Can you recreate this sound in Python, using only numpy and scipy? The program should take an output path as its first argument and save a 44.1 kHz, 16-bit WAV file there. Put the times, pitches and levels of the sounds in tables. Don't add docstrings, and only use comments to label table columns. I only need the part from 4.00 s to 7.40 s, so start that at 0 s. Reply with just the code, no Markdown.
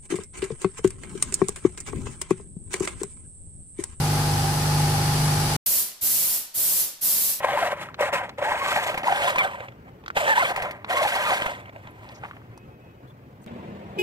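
import sys
import numpy as np
from scipy import signal
from scipy.fft import rfft, irfft, next_fast_len
from scipy.io import wavfile
from scipy.ndimage import map_coordinates

SR = 44100
rng = np.random.default_rng(int(sys.argv[2]) if len(sys.argv) > 2 else 0)


def materialize(psi):
    bounded = np.clip(np.atleast_2d(psi).T, -1, 1)
    quanta = np.round(bounded * 32767).astype(np.int16)
    wavfile.write(sys.argv[1], SR, quanta)


N = 149940

# frequency in Hz, left-right correlation (1 = mono, 0 = unrelated).
AIR_LIKENESS = [(150, 0.95), (400, 0.55), (800, 0.25), (1200, 0.12), (3000, 0)]


def amp(db):
    return 10 ** (np.asarray(db) / 20)


def unit(x):
    return x / np.sqrt(np.mean(x ** 2) + 1e-20)


def seconds():
    return np.arange(N) / SR


def along(points, hz):
    point_hz, value = np.transpose(points)
    return np.interp(np.log(hz + 1), np.log(point_hz + 1), value)


def wobble(rate):
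    knots = rng.standard_normal(int(N * rate / SR) + 4)
    return map_coordinates(knots, [seconds() * rate])


def filtered(x, response):
    size = next_fast_len(N + SR // 2)
    shaped = rfft(x, size) * response(np.fft.rfftfreq(size, 1 / SR))
    return irfft(shaped, size)[..., :N]


def rush(spectrum, alike, balance=None):
    def mid_side_gain(hz):
        angle = np.arccos(np.clip(along(alike, hz), -1, 1)) / 2
        return amp(along(spectrum, hz)) * [np.cos(angle), np.sin(angle)]

    mid, side = filtered(rng.standard_normal((2, N)), mid_side_gain)
    pair = np.array([mid + side, mid - side])
    if balance is not None:
        pair = filtered(pair, lambda hz: amp(np.outer([.5, -.5], along(balance, hz))))
    return unit(pair)


def walls(pair, drift, count=8):
    echo_strength, near_s, far_s = 0.19, .002, .014
    hz, t, bins = signal.stft(pair, SR, nperseg=1024)
    comb = np.ones(bins.shape[1:], complex)
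    for place, speed in zip(rng.random(count), rng.standard_normal(count)):
        delay = near_s + (far_s - near_s) * place + drift * speed * t
        comb += echo_strength * np.exp(-2j * np.pi * np.outer(hz, delay))
    return unit(signal.istft(bins * np.abs(comb), SR, nperseg=1024)[1][:, :N])


def in_room(noise, flow):
    # frequency in Hz, time to fall 60 dB in seconds.
    decay = [(100, 0.44), (1000, .65), (4000, 0.56), (8000, 0.37), (14000, 0.26)]
    room_share = 0.71
    hz, t, bins = signal.stft(noise, SR, nperseg=128)
    power = np.interp(t, seconds(), flow ** 2)
    keep = amp(-120 * t[1] / np.maximum(along(decay, hz), .02))
    stored = np.array([signal.lfilter([1 - k], [1, -k], power) for k in keep])
    share = np.clip(room_share, 0, 1)
    level = np.sqrt((1 - share) * power + share * stored)
    return signal.istft(bins * level, SR, nperseg=128)[1][:, :N]


def room_tone():
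    # frequency in Hz, relative level in dB per Hz.
    spectrum = [(30, 2), (120, -11), (500, -6), (2000, -4), (6000, -1), (15000, -10)]
    return amp(-54.5) * rush(spectrum, AIR_LIKENESS)


def rumble():
    # frequency in Hz, relative level in dB per Hz.
    spectrum = [(25, -26), (60, -18), (90, -7.5), (125, -5), (170, -11), (215, -21.5), (330, -14),
                (520, -19.5), (900, -14.5), (1400, -33.5), (2200, -33.5)]
    return amp(-31.5) * rush(spectrum, AIR_LIKENESS)


def air_hiss(turns):
    # frequency in Hz, relative level in dB per Hz.
    spectrum = [(590, -22), (1000, -2.5), (1450, -3.5), (2000, -8), (2450, -8), (3700, -10), (4800, -5),
                (5450, -9), (6150, -8.5), (7000, -15), (7850, -11), (8700, -15), (9600, -9), (10700, -11),
                (12000, -15.5), (13600, -18.5), (14300, -17.5), (15400, -32.5)]
    # frequency in Hz, left over right in dB.
    balance = [(700, -5), (1300, 1.8), (2400, 2), (4400, 0.5), (6000, -1.5), (8000, 9.5), (10000, 2.5),
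               (12000, -.5)]
    start_db, rise_db_per_s, waver_db, throb_depth = -30, 1.5, 0.24, 0.065
    echo_drift = .00008
    throb = 1 + throb_depth * np.cos(2 * np.pi * 2 * turns)
    level = amp(start_db + rise_db_per_s * seconds() + waver_db * wobble(8))
    return level * throb * walls(rush(spectrum, AIR_LIKENESS, balance), echo_drift)


def intake(turns):
    # time in seconds, resonance in Hz, level in dB before the trim.
    path = [(0, 832, -39), (.26, 831.6, -31.5), (.38, 795, -28.5), (.48, 797, -27.5), (.54, 831, -28),
            (.58, 827.5, -39), (.75, 844.6, -32), (0.851, 810, -28), (0.891, 803.8, -41),
            (.94, 793.6, -28.5), (1.049, 830.3, -31), (1.2, 828, -37), (1.3, 827, -28.5),
            (1.45, 800.5, -33.5), (1.55, 822, -37)]
    trim_db, swell_depth, roughness = -4, 0.38, 0.59
    time_s, hz, db = np.transpose(path)
    phase = 2 * np.pi * np.cumsum(np.interp(seconds(), time_s, hz)) / SR
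    rough = np.array([wobble(69.5) + 1j * wobble(70) for _ in range(2)])
    tone = np.real((1 + roughness * rough) * np.exp(1j * phase))
    honk = tone * (1 + swell_depth * np.cos(2 * np.pi * turns))
    return amp(np.interp(seconds(), time_s, db) + trim_db) * unit(honk)


def drone(turns):
    # multiple of the shaft rate, relative level in dB.
    partials = [(1, -26.5), (2, -12), (3, -20.5), (4, -6), (5, -10.5), (6, 1), (7, -22), (8, -21), (9, -36),
                (10, -13.5), (11, -26.5), (12, -28.5), (13, -28.5), (14, -17.5), (15, -26), (16, -21.5),
                (17, -27), (18, -24.5), (19, -22.5), (20, -34), (21, -34.5), (22, -27.5), (23, -25.5),
                (24, -27), (25, -58.5), (26, -40.5), (27, -20.5), (28, -28), (29, -23.5), (30, -20),
                (31, -19.5), (32, -16), (33, -19), (34, -15.5), (35, -22)]
    drone_db, waver_db = -23, 1.07
    hum = np.zeros(N)
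    for multiple, db in partials:
        level = amp(db + waver_db * wobble(6))
        hum += level * np.sin(2 * np.pi * (multiple * turns + rng.random()))
    return amp(drone_db) * unit(hum)


def compressor():
    shaft_hz, speed_drift = 24.995, 0.0014
    turns = np.cumsum(shaft_hz * (1 + speed_drift * wobble(4.7))) / SR
    return rumble() + air_hiss(turns) + intake(turns) + drone(turns)


def puffs():
    # start in seconds, level in dB before rise and decay.
    jolts = [(2.021, -36), (2.573, -37), (2.84, -44), (3.031, -42)]
    puff_hz, t60_s, rise_s = 69, 0.051, 0.0018
    out = np.zeros(N)
    for start_s, db in jolts:
        age = np.maximum(seconds() - start_s, 0)
        rise = 1 - np.exp(-age / rise_s)
        out += amp(db - 60 * age / t60_s) * rise * np.cos(2 * np.pi * puff_hz * age)
    return out


def spray_gun():
    # trigger pulled in seconds, released in seconds, level in dB,
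    # sag in dB per second (negative swells).
    passes = [(1.564, 1.801, -19, 3), (2.009, 2.354, -18.5, 9), (2.539, 2.811, -20, -2),
              (3.009, 3.307, -18.5, 8.5)]
    # frequency in Hz, relative level in dB per Hz.
    spectrum = [(30, -36), (70, -17.5), (105, -16), (150, -14.5), (230, -16.5), (340, -19.5), (550, -16.5),
                (850, -18.5), (1400, -18), (2400, -15.5), (3700, -12.5), (4400, -9.5), (6000, -7),
                (6700, -7.5), (7600, -5.5), (8900, -6), (11500, 0.95), (13300, 2), (15400, -6)]
    # frequency in Hz, left over right in dB.
    balance = [(100, 1.5), (400, 2.5), (2400, 2), (4400, -0.5), (6000, -2), (7000, 3), (8200, 5),
               (10000, 3), (11500, -3), (13500, -1.5), (15400, -4)]
    # frequency in Hz, left-right correlation.
    likeness = [(200, .75), (800, 0.58), (1600, -0.28), (3000, 0.12), (4300, 0.34), (6000, 0.066),
                (10000, 0.21), (13000, -0.12), (14200, 0.34)]
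    attack_s, release_s, flutter_db = 0.011, 0.029, 0.8
    echo_drift = .0005
    t, flow = seconds(), np.zeros(N)
    for pulled, released, db, sag_db in passes:
        age = np.maximum(t - pulled, 0)
        opening = 1 - np.exp(-age / attack_s)
        closing = np.exp(-np.maximum(t - released, 0) / release_s)
        flow += amp(db - sag_db * age) * opening * closing
    flutter = amp(flutter_db * wobble(120))
    return in_room(walls(rush(spectrum, likeness, balance), echo_drift), flow * flutter)


def scene():
    cut_s, resume_s, fade_s = 1.566, 1.661, .002
    t = seconds()
    before = np.clip((cut_s - t) / fade_s, 0, 1)
    after = np.clip((t - resume_s) / fade_s, 0, 1)
    return before * compressor() + after * (room_tone() + puffs() + spray_gun())


def record(dry):
    top_hz = 15520
    return filtered(dry, lambda hz: 1 / (1 + np.minimum(hz / top_hz, 1.2) ** 400))


dry = scene()
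out = record(dry)
materialize(out)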